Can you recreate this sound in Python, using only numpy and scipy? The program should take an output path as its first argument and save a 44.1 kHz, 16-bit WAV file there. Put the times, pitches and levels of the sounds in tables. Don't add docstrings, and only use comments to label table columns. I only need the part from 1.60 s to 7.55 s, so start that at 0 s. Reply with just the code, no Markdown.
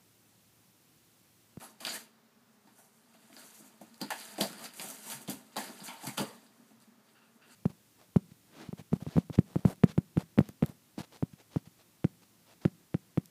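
import sys
import numpy as np
from scipy import signal
from scipy.fft import rfft, irfft, next_fast_len
from scipy.io import wavfile
from scipy.ndimage import uniform_filter1d, map_coordinates

SR = 44100
rng = np.random.default_rng(int(sys.argv[2]) if len(sys.argv) > 2 else 0)


def makeup_ratio(level_db):
    decades = np.asarray(level_db, float) / 20
    return 10 ** decades


def waveform_to_disk(signal):
    frames = np.transpose(np.atleast_2d(signal))
    scaled = np.clip(frames, -1, 1) * 32767
    samples = np.round(scaled).astype(np.int16)
    wavfile.write(sys.argv[1], SR, samples)


N = 262395


def unit(x):
    return x / np.sqrt(np.mean(x ** 2) + 1e-20)


def along(points):
    f, db = np.transpose(points)
    return lambda hz: makeup_ratio(np.interp(np.log(hz + 1), np.log(f), db, left=-120, right=-120))


def modes(rows):
    def response(f):
        total = 0
        for k, (hz, width, db) in enumerate(rows):
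            total = total + (-1) ** k * makeup_ratio(db) * 1j * f * width / (hz * hz - f * f + 1j * f * width)
        return total
    return response


def causal(gain):
    def response(hz):
        c = irfft(np.log(np.abs(gain(hz)) + 1e-4))
        c[1:len(c) // 2] *= 2
        c[len(c) // 2 + 1:] = 0
        return np.exp(rfft(c))
    return response


def filtered(x, response):
    m = 2 * next_fast_len(len(x) // 2 + 2048)
    return irfft(rfft(x, m) * response(np.fft.rfftfreq(m, 1 / SR)), m)[:len(x)]


def wobble(rate):
    knots = rng.standard_normal(int(N * rate / SR) + 4)
    return map_coordinates(knots, [np.arange(N) * rate / SR])


def grit(per_second, spread_db, life, grain_db, flutter_db):
    size = makeup_ratio(spread_db * np.minimum(rng.exponential(size=N), 3))
    slips = (rng.random(N) < per_second / SR) * size
    bursts = signal.lfilter([1], [1, -np.exp(-1 / (life * SR))], slips)
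    rough = np.sqrt(1 + (makeup_ratio(grain_db) * unit(bursts)) ** 2)
    return rough * makeup_ratio(flutter_db * wobble(40)) * rng.standard_normal(N)


def patchy(x, depth_db):
    z = signal.stft(x, nperseg=128)[2]
    field = uniform_filter1d(rng.standard_normal(z.shape), size=4, axis=0)
    field = uniform_filter1d(field, size=3, axis=1)
    return signal.istft(z * makeup_ratio(depth_db * unit(field)), nperseg=128)[1][:N]


def add(track, s, db, x):
    part = track[max(round(s * SR), 0):][:len(x)]
    part += (makeup_ratio(db) * x / np.abs(x).max())[:len(part)]


def blow(t60, burst_db, rattle_db, room_db, room_t60):
    t = np.arange(SR // 3) / SR
    contact_burst = makeup_ratio(burst_db - 60 * t / .005)
    rattle = makeup_ratio(rattle_db - 60 * t / abs(t60))
    tail = makeup_ratio(rattle_db + room_db - 60 * t / room_t60)
    return (t == 0) + (contact_burst + rattle + tail) * rng.standard_normal(len(t))


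# f/Hz, level per Hz/dB
HUM_HISS = [(18, -36), (75, -24.5), (125, -4), (170, -9.5), (228, 6.5), (290, -13), (345, -18.5), (420, -5),
            (480, -12.5), (1300, -13), (2700, -20.5), (5200, -21.5), (9900, -27), (15500, -23.5)]
HUM_HISS_DB = -66.5


def quiet():
    hiss = unit(filtered(rng.standard_normal(N), along(HUM_HISS)))
    return makeup_ratio(HUM_HISS_DB + 0.57 * wobble(2.18)) * hiss


# t/s, length/s, level/dB
SNIFFS = [
    (5.546, 0.0666, -65.5),
    (5.608, 0.10136, -69.5),
    (5.81, 0.069, -62.5),
    (5.886, 0.064, -66),
]
# f/Hz, width/Hz, level/dB
NOSE = [(1430, 365, 2), (1820, 393.7, -1.5), (2700, 208, 1.5), (4720, 360, -17)]


def sniffs():
    air = unit(filtered(rng.standard_normal(N), modes(NOSE)))
    t, puffs = np.arange(N) / SR, 0
    for s, length, db in SNIFFS:
        u = np.clip((t - s) / length, 0, 9)
        puffs = puffs + makeup_ratio(db) * np.minimum(u * 6, 1) * np.exp(-u ** 3.5)
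    return puffs * air


def effort(s, db, rise, hold, fade):
    t = np.arange(0, N, 16) / SR - s
    return makeup_ratio(db + 20 * np.minimum(t, 0) / abs(rise) - 20 * np.maximum(t - abs(hold), 0) / abs(fade))


# t/s, board level/dB, hold/s, fade time for 20 dB/s, paper over board/dB
CATCHES = [(0.205, -52, 0.076, 0.0564, 1.5), (0.267, -42, 0.036, 0.1175, -1),
           (1.072, -68, .002, 0.14, -4.5), (1.543, -63, .002, 0.05, -6), (1.734, -64.5, .02, 0.27, 1),
           (1.768, -59, 0.013, 0.1975, -3.5), (2.204, -66.5, .005, 0.32, -0.5),
           (2.407, -53, .003, -0.23, -1), (2.51, -57, 0.028, 2, -0.5), (2.783, -49, .003, 0.1682, 1),
           (2.807, -39.5, 0.0024, 0.113, 3), (3.19, -53.5, 0.0097, 0.53, 1), (3.679, -48, 0.03, 0.1, 0),
           (3.969, -44, 0.0156, 0.2092, 1.5), (4.279, -52, 0.0024, 0.1984, -4.5),
           (4.467, -45.5, 0.0028, 0.1183, 0.5), (4.576, -39, 0.0033, 0.1076, 3),
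           (5.208, -71, 0.027, 0.12, 2.5), (5.559, -77, .05, 0.35, -2), (5.827, -74, .03, 4, -12.5)]
CATCH_S = 0.0061
# peak t/s, board level/dB, swell and fade times for 20 dB/s, paper over board/dB
BRUSHES = [(0.046, -54, 1.07, 0.1023, 1.5), (0.358, -44, 0.1166, 0.0734, 2.5), (1.62, -68, 0.4, 0.4, 1),
           (1.88, -64.5, 0.3969, 0.45, 1), (2.33, -72, .4, .5, 0), (2.597, -50, .08, .36, 0),
           (3.06, -48, .22, .052, -1), (3.165, -59, .04, .2, 7), (3.31, -55, .1, .14, 8),
           (3.39, -59, .05, .08, 4), (3.545, -50, .2, .13, -6), (3.62, -63, .1, .11, 6),
           (3.95, -66, .09, .02, 4), (4.08, -54, .1, .08, 1), (4.265, -51.5, .17, .07, 4),
           (4.46, -50.5, .2, .05, 3), (4.765, -62, 1.02, 0.1961, -1.5), (5.1, -76.5, 1, 0.1917, 7),
           (5.49, -69, 0.1, 0.1, -4), (5.93, -63, 0.1255, 0.34, 1)]
# peak t/s, paper level/dB, swell and fade times for 20 dB/s
STIRS = [(1.09, -71, 0.45, 0.54), (1.19, -62, 0.06, 0.17), (1.35, -68, 0.25, 0.33), (1.8, -56, 0.1229, 0.5),
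         (1.95, -60, 0.17, 0.24), (2.08, -60, .5, .07), (2.775, -56, .5, .02), (3.0, -55, .15, .1),
         (3.228, -42.5, .07, .18), (3.516, -39.5, .14, .085), (5.74, -73, 1, 0.2)]
STIR_BOARD_DB = -9


def contact():
    catches = [(effort(s, db, CATCH_S, hold, fade), paper_db) for s, db, hold, fade, paper_db in CATCHES]
    brushes = [(effort(s, db, rise, 0, fade), paper_db) for s, db, rise, fade, paper_db in BRUSHES]
    for s, db, rise, fade in STIRS:
        brushes.append((effort(s, db + STIR_BOARD_DB, rise, 0, fade), -STIR_BOARD_DB))
    paper = np.sqrt(sum((g * makeup_ratio(paper_db)) ** 2 for g, paper_db in catches + brushes))
    board = [np.sqrt(sum(g ** 2 for g, _ in kind)) for kind in (catches, brushes)]
    return np.repeat(board + [paper], 16, axis=1)[:, :N]


# f/Hz, level per Hz/dB
PAPER = [(4600, -87.5), (5500, -3.5), (6500, -1), (8500, 0.5), (11000, -1.5), (13000, -3), (15500, -14)]


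def rustle(paper):
    leaf = grit(per_second=300, spread_db=5.5, life=0.00103, grain_db=-7.0, flutter_db=1.84)
    return paper * makeup_ratio(-2.03) * unit(filtered(patchy(leaf, depth_db=1.8), along(PAPER)))


# f/Hz, width/Hz, level/dB
CAVITY = [(123.4, 14.2, -4.5), (205, 38.5, 4.5), (231.78, 27.04, 7), (273.86, 14.4, 2), (365.5, 49.4, -6)]
# f/Hz, width/Hz, level/dB
PANELS = [(423.4, 25.98, -5.5), (475, 39, -6), (560, 55.7, -7.5), (663.1, 35.3, 0.5), (776.8, 32.9, -4),
          (914.1, 24.05, 2), (1058, 57.8, -7), (1212, 126.7, -4), (1287, 179, -8.5), (1739.3, 23.79, -4.5)]
# f/Hz, level per Hz/dB
BOARD = [(1100, -7), (1500, -5), (1800, -4.5), (2200, -6.5), (3000, -3.5), (4000, -1.5), (5200, -2.5),
         (6000, -22.5)]
# t/s, level/dB
LEAN = [(0.0, -49.5), (0.16, -69.5), (0.28, -69), (0.45, -61), (0.75, -83), (1.4, -70.5), (2.3, -65.5),
        (2.72, -66), (2.94, -53.5), (3.3, -58.5), (3.45, -61), (3.8, -57), (3.93, -66.5), (4.05, -52),
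        (4.37, -62), (4.76, -60), (5.0, -71), (5.95, -66.5)]
LEAN_PANEL_DB = -7.5
CATCH_DULL_DB, CATCH_CAVITY_DB, CATCH_PANEL_DB = -2.5, -17, -9
BRUSH_DULL_DB, BRUSH_CAVITY_DB, BRUSH_PANEL_DB = -3, -6, -4


def strokes(catch, brush):
    lean = makeup_ratio(np.interp(np.arange(N) / SR, *np.transpose(LEAN)))

    def both(catch_gain, brush_gain, rest=0):
        return np.sqrt((catch_gain * catch) ** 2 + (brush_gain * brush) ** 2 + rest ** 2)

    low = grit(per_second=53, spread_db=1.5, life=0.00345, grain_db=-7, flutter_db=3.5)
    face = grit(per_second=400, spread_db=5.5, life=0.0013, grain_db=-8, flutter_db=1.0)
    face = patchy(face, depth_db=2.3)
    dull = makeup_ratio(np.array([CATCH_DULL_DB, BRUSH_DULL_DB]))
    bright = np.sqrt(1 - dull ** 2)

    below = lambda f: 1 / (1 + (f / 2900) ** 8)
    air = lambda f: modes(CAVITY)(f) * f ** 2 / (f ** 2 + 130 ** 2)
    dull_face = lambda f: along(BOARD)(f) * below(f)
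    bright_face = lambda f: along(BOARD)(f) * (1 - below(f))

    air_gain = both(makeup_ratio(CATCH_CAVITY_DB), makeup_ratio(BRUSH_CAVITY_DB), lean)
    panel_gain = both(makeup_ratio(CATCH_PANEL_DB), makeup_ratio(BRUSH_PANEL_DB), lean * makeup_ratio(LEAN_PANEL_DB))
    out = air_gain * unit(filtered(low, air))
    out += panel_gain * unit(filtered(low + face, modes(PANELS)))
    out += makeup_ratio(-2.0) * both(*dull) * unit(filtered(face, dull_face))
    out += makeup_ratio(-4.0) * both(*bright) * unit(filtered(face, bright_face))
    return out


# t/s, level/dB, hold/s, fade time for 20 dB/s, f/Hz
CHATTERS = [(0.024, -55, .037, .025, 10600), (0.01, -59.5, 0.052, 0.02, 1310),
            (0.215, -57.5, 0.031, 0.16, 1097), (0.288, -46, 0.014, 0.0378, 6880),
            (0.29, -45.5, 0.0174, 0.0966, 4270), (0.332, -49, .034, .02, 1780),
            (0.33, -50.5, 0.029, 0.0249, 8770), (1.768, -62.5, 0.0193, 0.09, 1500),
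            (1.77, -64.5, 0.019, .2, 4300), (2.4135, -45, .007, .05, 4400), (2.414, -54, 0.0098, .05, 1397),
            (2.505, -46.5, 0.0217, -0.063, 1750), (2.506, -51, 0.0153, -0.07, 2700),
            (2.588, -57, .02, -0.0551, 4400), (2.81, -42, .002, .05, 4500),
            (3.505, -48.5, 0.0185, 0.0546, 10650), (3.97, -47.5, 0.0163, 0.08, 1742),
            (4.266, -58, 0.0058, 0.07, 4380), (4.282, -50, 0.0276, 0.0633, 2277),
            (4.282, -51, 0.014, 0.0762, 3110), (4.285, -55, 0.0293, 0.06, 1348),
            (4.472, -53, 0.0212, .06, 2206), (4.577, -43, .01, .05, 1393),
            (4.58, -43.5, 0.0173, 0.0519, 2950), (4.58, -46, 0.0109, 0.06, 4620),
            (5.89, -73, .04, .04, 4700), (5.897, -69, .045, .04, 8200), (1.18, -71, .02, .05, 1450),
            (3.04, -55, .02, .04, 4700), (2.975, -62, .04, .05, 4700), (2.981, -52, .002, .008, 9500),
            (0.28, -40, .002, .008, 3000), (4.006, -48, .002, .008, 8500), (3.929, -60, .003, .01, 7000),
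            (3.68, -53, .02, .04, 3200), (4.0, -56, .03, .06, 4600), (4.075, -58, .015, .04, 4600),
            (2.93, -59, .03, .06, 1400), (3.215, -50, .03, .04, 9200), (0.27, -47, .015, .02, 2600),
            (4.598, -41, .018, .03, 500), (4.426, -50, .035, .03, 850), (2.782, -44, .012, .04, 660),
            (3.475, -52, .015, .03, 950)]
# t/s, level/dB, fade time for 20 dB/s, f/Hz
CRACKLES = [(2.599, -47, .004, 5000), (2.628, -51, .004, 4400), (3.006, -52, .004, 12500),
            (3.155, -50, .005, 10500), (3.165, -50, .006, 10500), (3.188, -51, .005, 11000),
            (3.389, -52, .004, 11000), (4.239, -41, .006, 8500), (4.61, -47, .13, 1150),
            (2.52, -49, .05, 1800), (4.66, -59, .15, 1900), (5.905, -70, .1, 4700)]
CRACKLE_HOLD_S = .001
CHATTER_WIDTH, CHATTER_SLIPS, CHATTER_SPREAD_DB = 0.194, 900, 3.5


def chatters():
    out, t = np.zeros(N), np.arange(SR // 6) / SR
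    crackles = [(s, db, CRACKLE_HOLD_S, fade, hz) for s, db, fade, hz in CRACKLES]
    for s, db, hold, fade, hz in list(CHATTERS) + crackles:
        when = rng.random(len(t))
        size, hiss = rng.standard_normal((2, len(t)))
        slips = (when < CHATTER_SLIPS / SR) * np.sign(hiss) * makeup_ratio(CHATTER_SPREAD_DB * size)
        rub = unit(slips) + 0.596 * hiss
        ring = unit(filtered(rub, lambda f: modes([(hz, CHATTER_WIDTH * hz, 0)])(f) ** 2))
        x = ring * np.minimum(t / .002, 1) * makeup_ratio(db - 20 * np.maximum(t - abs(hold), 0) / abs(fade))
        part = out[round(s * SR):][:len(t)]
        part += x[:len(part)]
    return out


# t/s, peak level/dB, f/Hz, fade time for 60 dB/s
RINGS = [(2.212, -40, 222, .13), (2.413, -30, 270, .06), (2.413, -33, 205, .16), (2.43, -43, 900, .07),
         (2.448, -38, 290, .08), (2.503, -34, 830, .06), (2.512, -39, 650, .13), (2.514, -34.5, 895, .11),
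         (2.52, -50, 400, .12), (2.535, -53, 235, .5), (2.54, -46, 790, .2), (2.781, -33, 275, .06),
         (2.781, -40, 400, .06), (2.782, -41, 560, .08), (2.785, -38, 700, .08), (2.787, -43, 790, .06),
         (2.805, -37, 790, .08), (2.806, -31, 570, .045), (2.809, -24.5, 207, .12), (2.807, -33, 330, .05),
         (2.814, -37, 904, .1), (2.818, -32, 651, .14), (2.84, -40, 400, .07), (2.84, -43, 270, .1),
         (2.845, -37, 570, .1), (2.85, -38, 700, .05), (3.68, -48, 560, .2), (3.682, -35, 200, .3),
         (3.685, -45, 780, .1), (3.688, -31, 265, .1), (3.716, -39, 280, .1), (3.733, -48, 920, .06),
         (3.76, -43, 230, .2), (4.437, -43, 260, .06), (4.44, -43, 690, .08), (4.471, -28, 221, .13),
         (4.484, -41, 930, .06), (4.577, -36, 870, .08), (4.59, -37, 570, .17), (4.594, -33.5, 930, .13),
         (4.595, -25, 199, .14), (4.6, -33, 420, .14), (4.605, -26.5, 275, .1), (4.603, -36, 470, .13),
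         (4.61, -37, 680, .17), (4.632, -41, 400, .08), (4.655, -49, 910, .4), (4.69, -47, 420, .12),
         (4.695, -52, 560, .15)]
RING_RISE_S = .003
RING_WANDER, RING_FLUTTER_DB, RING_FLUTTER_S = .07, 2.5, .007


def rings():
    out, t = np.zeros(N), np.arange(SR // 3) / SR
    for s, db, hz, t60 in RINGS:
        drift, waver = rng.standard_normal((2, len(t)))
        wander = np.cumsum(drift) * np.sqrt(2 * np.pi * RING_WANDER * hz / SR)
        flutter = RING_FLUTTER_DB * unit(uniform_filter1d(waver, size=round(RING_FLUTTER_S * SR)))
        swell = 1 - np.exp(-t / RING_RISE_S)
        add(out, s, db, np.sin(2 * np.pi * hz * t + wander) * makeup_ratio(flutter - 60 * t / abs(t60)) * swell)
    return out


# t/s, peak level/dB, treble over the tick/dB, loose rattle/dB
CLAWS = [(0.2049, -37.5, -7.5, -8), (0.2678, -22, -10, -12.5), (0.2772, -31, -16.5, -10),
         (0.291, -36, -0.5, -15), (1.7657, -35.5, -14, -18), (1.9464, -51, 4, -9.5), (2.3431, -43, -5, -20),
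         (2.3785, -57, 9, -13.5), (2.4105, -40, -7.5, -9.5), (2.4141, -22.5, -14.5, -13.5),
         (2.8102, -10, -19.5, -20), (3.041, -35, 0.5, -2), (3.2154, -38, 7.5, -1.5),
         (3.3894, -42.5, -13.5, -23), (3.6968, -33, 5.5, -6.5), (3.9741, -26, -7.5, -22),
         (4.2034, -36.5, -17, -14), (3.9587, -37, -9, -14), (4.24, -47.5, 10, -9), (4.4697, -31.5, 5, -7.5),
         (4.8638, -50, -10.5, -13), (5.202, -53, 1, -14.5), (5.222, -53, 1.5, -13)]
CLAW_HZ = 4704
# t/s, peak level/dB, treble over the snap/dB, f/Hz, loose rattle/dB
FLAPS = [(0.2502, -16, -17, 2870, -12.5), (1.5424, -57, -7, 2800, -7.5), (1.6964, -51.5, -8, 1810, -15.5),
         (1.729, -40, -20, 2300, -22.5), (2.2125, -54.5, 9, 1510, 2), (2.4159, -38, 9, 1460, -14),
         (2.5045, -23, -3.5, 1800, -6), (2.782, -31.5, -3, 2260, -11.5), (2.809, -31, 11.5, 1549, -7),
         (2.93, -38, -1, 1540, -11), (3.1364, -43, 1, 1670, 0), (3.1963, -24.5, -9, 2410, -11),
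         (3.2572, -38.5, -4, 1800, -8.5), (3.287, -44, 12, 1530, -14.5), (3.3014, -36.5, 7.5, 1500, -16),
         (3.3095, -39, 9.5, 1820, -19.5), (3.4998, -33, 1, 2900, -2.5), (3.5181, -31, -3.5, 1860, 8.5),
         (3.677, -32, -15.5, 3080, -5.5), (3.9662, -23, -6.5, 3640, -9), (3.975, -41, -6.5, 1500, 6),
         (4.2812, -29.5, -8, 2180, -9.5), (4.5794, -16.5, -7.5, 2990, -10)]


def snaps():
    out = np.zeros(N)
    claws = [(s, db, treble_db, CLAW_HZ, rattle_db) for s, db, treble_db, rattle_db in CLAWS]
    for s, db, treble_db, hz, rattle_db in claws + list(FLAPS):
        crack = blow(0.1413, burst_db=4, rattle_db=rattle_db, room_db=-16, room_t60=0.61)
        pitch = lambda f: (0.26 + modes([(hz, .4 * hz, 0)])(f)) / (1 + (f / hz / 4.0) ** 4)
        add(out, s, db - 5.5, filtered(crack, causal(lambda f: along(BOARD)(f) * pitch(f))))
        thin = lambda f: along(PAPER)(f) * makeup_ratio(0.27 * treble_db * np.log2((f + 1) / 8500))
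        add(out, s, db + treble_db, filtered(crack, causal(thin)))
    return out


# t/s, peak level/dB, f/Hz, fade time for 60 dB/s
THUDS = [(0.21, -49, 263, .3), (0.26, -42.5, 316, 0.33), (1.07, -54.5, 262, 0.226), (1.696, -54, 260, .1),
         (1.724, -49, 262, 0.075), (2.21, -41, 225.3, 0.12), (2.412, -33, 300, 0.067),
         (2.781, -39, 240, 0.1), (2.807, -32, 300, 0.104), (2.903, -40, 203.9, 0.4494),
         (3.678, -45, 178, .2), (3.684, -34, 256.5, 0.25), (3.959, -40, 355, 0.32),
         (3.966, -34, 257.4, 0.21), (4.215, -40, 205, 0.068), (4.276, -41, 243.6, 0.22),
         (4.471, -35, 218, 0.12), (4.575, -31, 250, 0.15), (4.598, -33, 340, 0.12), (4.99, -49, 236, .2)]
# t/s, peak level/dB, f/Hz, fade time for 60 dB/s
RAPS = [(0.02, -45.5, 898, 0.36), (0.205, -46, 680, 0.55), (0.255, -38, 716, 0.22), (1.07, -56, 865, 0.185),
        (1.696, -56, 700, 0.13), (2.21, -41, 617, 0.152), (2.412, -39, 404, 0.2), (2.414, -40, 837, 0.146),
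        (2.5025, -35, 1100, 0.147), (2.516, -38, 895, 0.113), (2.78, -39, 632, 0.2),
        (2.807, -33, 450, 0.12), (2.826, -38, 780, 0.1), (3.678, -43.5, 733.2, .2), (3.686, -41, 690, 0.15),
        (3.959, -34, 472, 0.28), (3.964, -28, 820, .17), (3.97, -34, 1140, 0.1457),
        (4.19, -49.5, 881, 0.108), (4.284, -37.5, 895, 0.452), (4.474, -43.5, 909.4, 0.324),
        (4.576, -33, 480, 0.25), (4.603, -33, 560, 0.15)]
# t/s, air peak level/dB, air f/Hz, panel over air/dB
NUDGES = [(0.267, -50.5, 334, -16.5), (1.179, -64, 234, 7.5), (1.545, -57, 260, 0.5),
          (1.764, -51.5, 342, 1.5), (1.998, -47.5, 230, -26.5), (3.041, -44, 231, -2),
          (3.194, -40.5, 222.4, -2.5), (3.239, -41.5, 220.8, -4), (4.432, -43, 236.3, -10),
          (5.104, -52, 230, -12.5), (5.267, -54, 230.5, -16)]
NUDGE_PANEL_HZ, NUDGE_T60_S = 691, 0.209
# t/s, peak level/dB
BUMPS = [(0.245, -58.5), (2.204, -79.5), (2.805, -50), (3.525, -52), (3.682, -44), (3.72, -55), (4.45, -48),
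         (4.471, -43), (4.578, -62.5), (4.603, -40.5), (4.649, -60.5)]
# f/Hz, width/Hz, level/dB
FLOORBOARD = [(105.25, 14, 3), (128.1, 22.8, 12)]


def knocks():
    out = np.zeros(N)

    def near(rows, hz, reach):
        return [(c, w, db - reach * abs(np.log2(c / hz))) for c, w, db in rows]

    small = lambda f: (1j * f / 150 / (1 + 1j * f / 150)) ** 2
    air_push = lambda f: small(f) / (1 + 1j * f / 600)
    panel_push = lambda f: small(f / 2.5) / (1 + 1j * f / 1500)
    floor = lambda f: modes(FLOORBOARD)(f) / (1 + 1j * f / 160) ** 2

    nudge_thuds = [(s, db, hz, NUDGE_T60_S) for s, db, hz, _ in NUDGES]
    for s, db, hz, t60 in list(THUDS) + nudge_thuds:
        push = blow(t60, burst_db=-28.0, rattle_db=-32, room_db=-10, room_t60=0.435)
        body = near(CAVITY, hz, reach=15.56) + [(hz * 0.935, 100, -9)]
        add(out, s + 0.00132, db, filtered(filtered(push, air_push), modes(body)))

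    nudge_raps = [(s, db + over_db, NUDGE_PANEL_HZ, NUDGE_T60_S) for s, db, _, over_db in NUDGES]
    for s, db, hz, t60 in list(RAPS) + nudge_raps:
        rap = blow(t60, burst_db=-19.0, rattle_db=-26.5, room_db=-15.5, room_t60=0.474)
        body = near(PANELS, hz, reach=22.65) + [(hz, 500, -17)]
        add(out, s + 0.001493, db, filtered(filtered(rap, panel_push), modes(body)))

    for s, db in BUMPS:
        push = blow(.12, burst_db=2.5, rattle_db=-17, room_db=-4, room_t60=0.32)
        add(out, s, db + 9, filtered(push, floor))
    return out


# t/s, level/dB
WALLS = [(.0013, -28), (.0031, -23.5), (.0058, -22.5), (.0087, -21.5), (.0126, -13), (.0171, -12.5)]
# peak f/Hz, width/Hz, dip f/Hz, width/Hz
PORT = (4720, 420, 5180, 320)


def scene():
    peak_hz, peak_width, dip_hz, dip_width = PORT
    port = lambda f: 1 + modes([(peak_hz, peak_width, -3)])(f) - modes([(dip_hz, dip_width, -1.8)])(f)
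    bass_cut = lambda f: (1j * f / 95 / (1 + 1j * f / 95)) ** 4 * 1.128

    def walls(f):
        echoes = sum((-1) ** k * makeup_ratio(db) * np.exp(-2j * np.pi * f * s) for k, (s, db) in enumerate(WALLS))
        return makeup_ratio(-1.9271) * (1 + echoes)

    hum = quiet()
    catch, brush, paper = contact()
    box = sniffs() + rustle(paper) + strokes(catch, brush) + chatters() + rings() + snaps() + knocks()
    heard = filtered(box, lambda f: port(f) * walls(f) * bass_cut(f)) + hum
    return np.array([heard, heard])


def low_pass(x):
    return signal.sosfilt(signal.butter(12, 15350, fs=SR, output="sos"), x)


def record(dry):
    return low_pass(dry)


dry = scene()
out = record(dry)
waveform_to_disk(out)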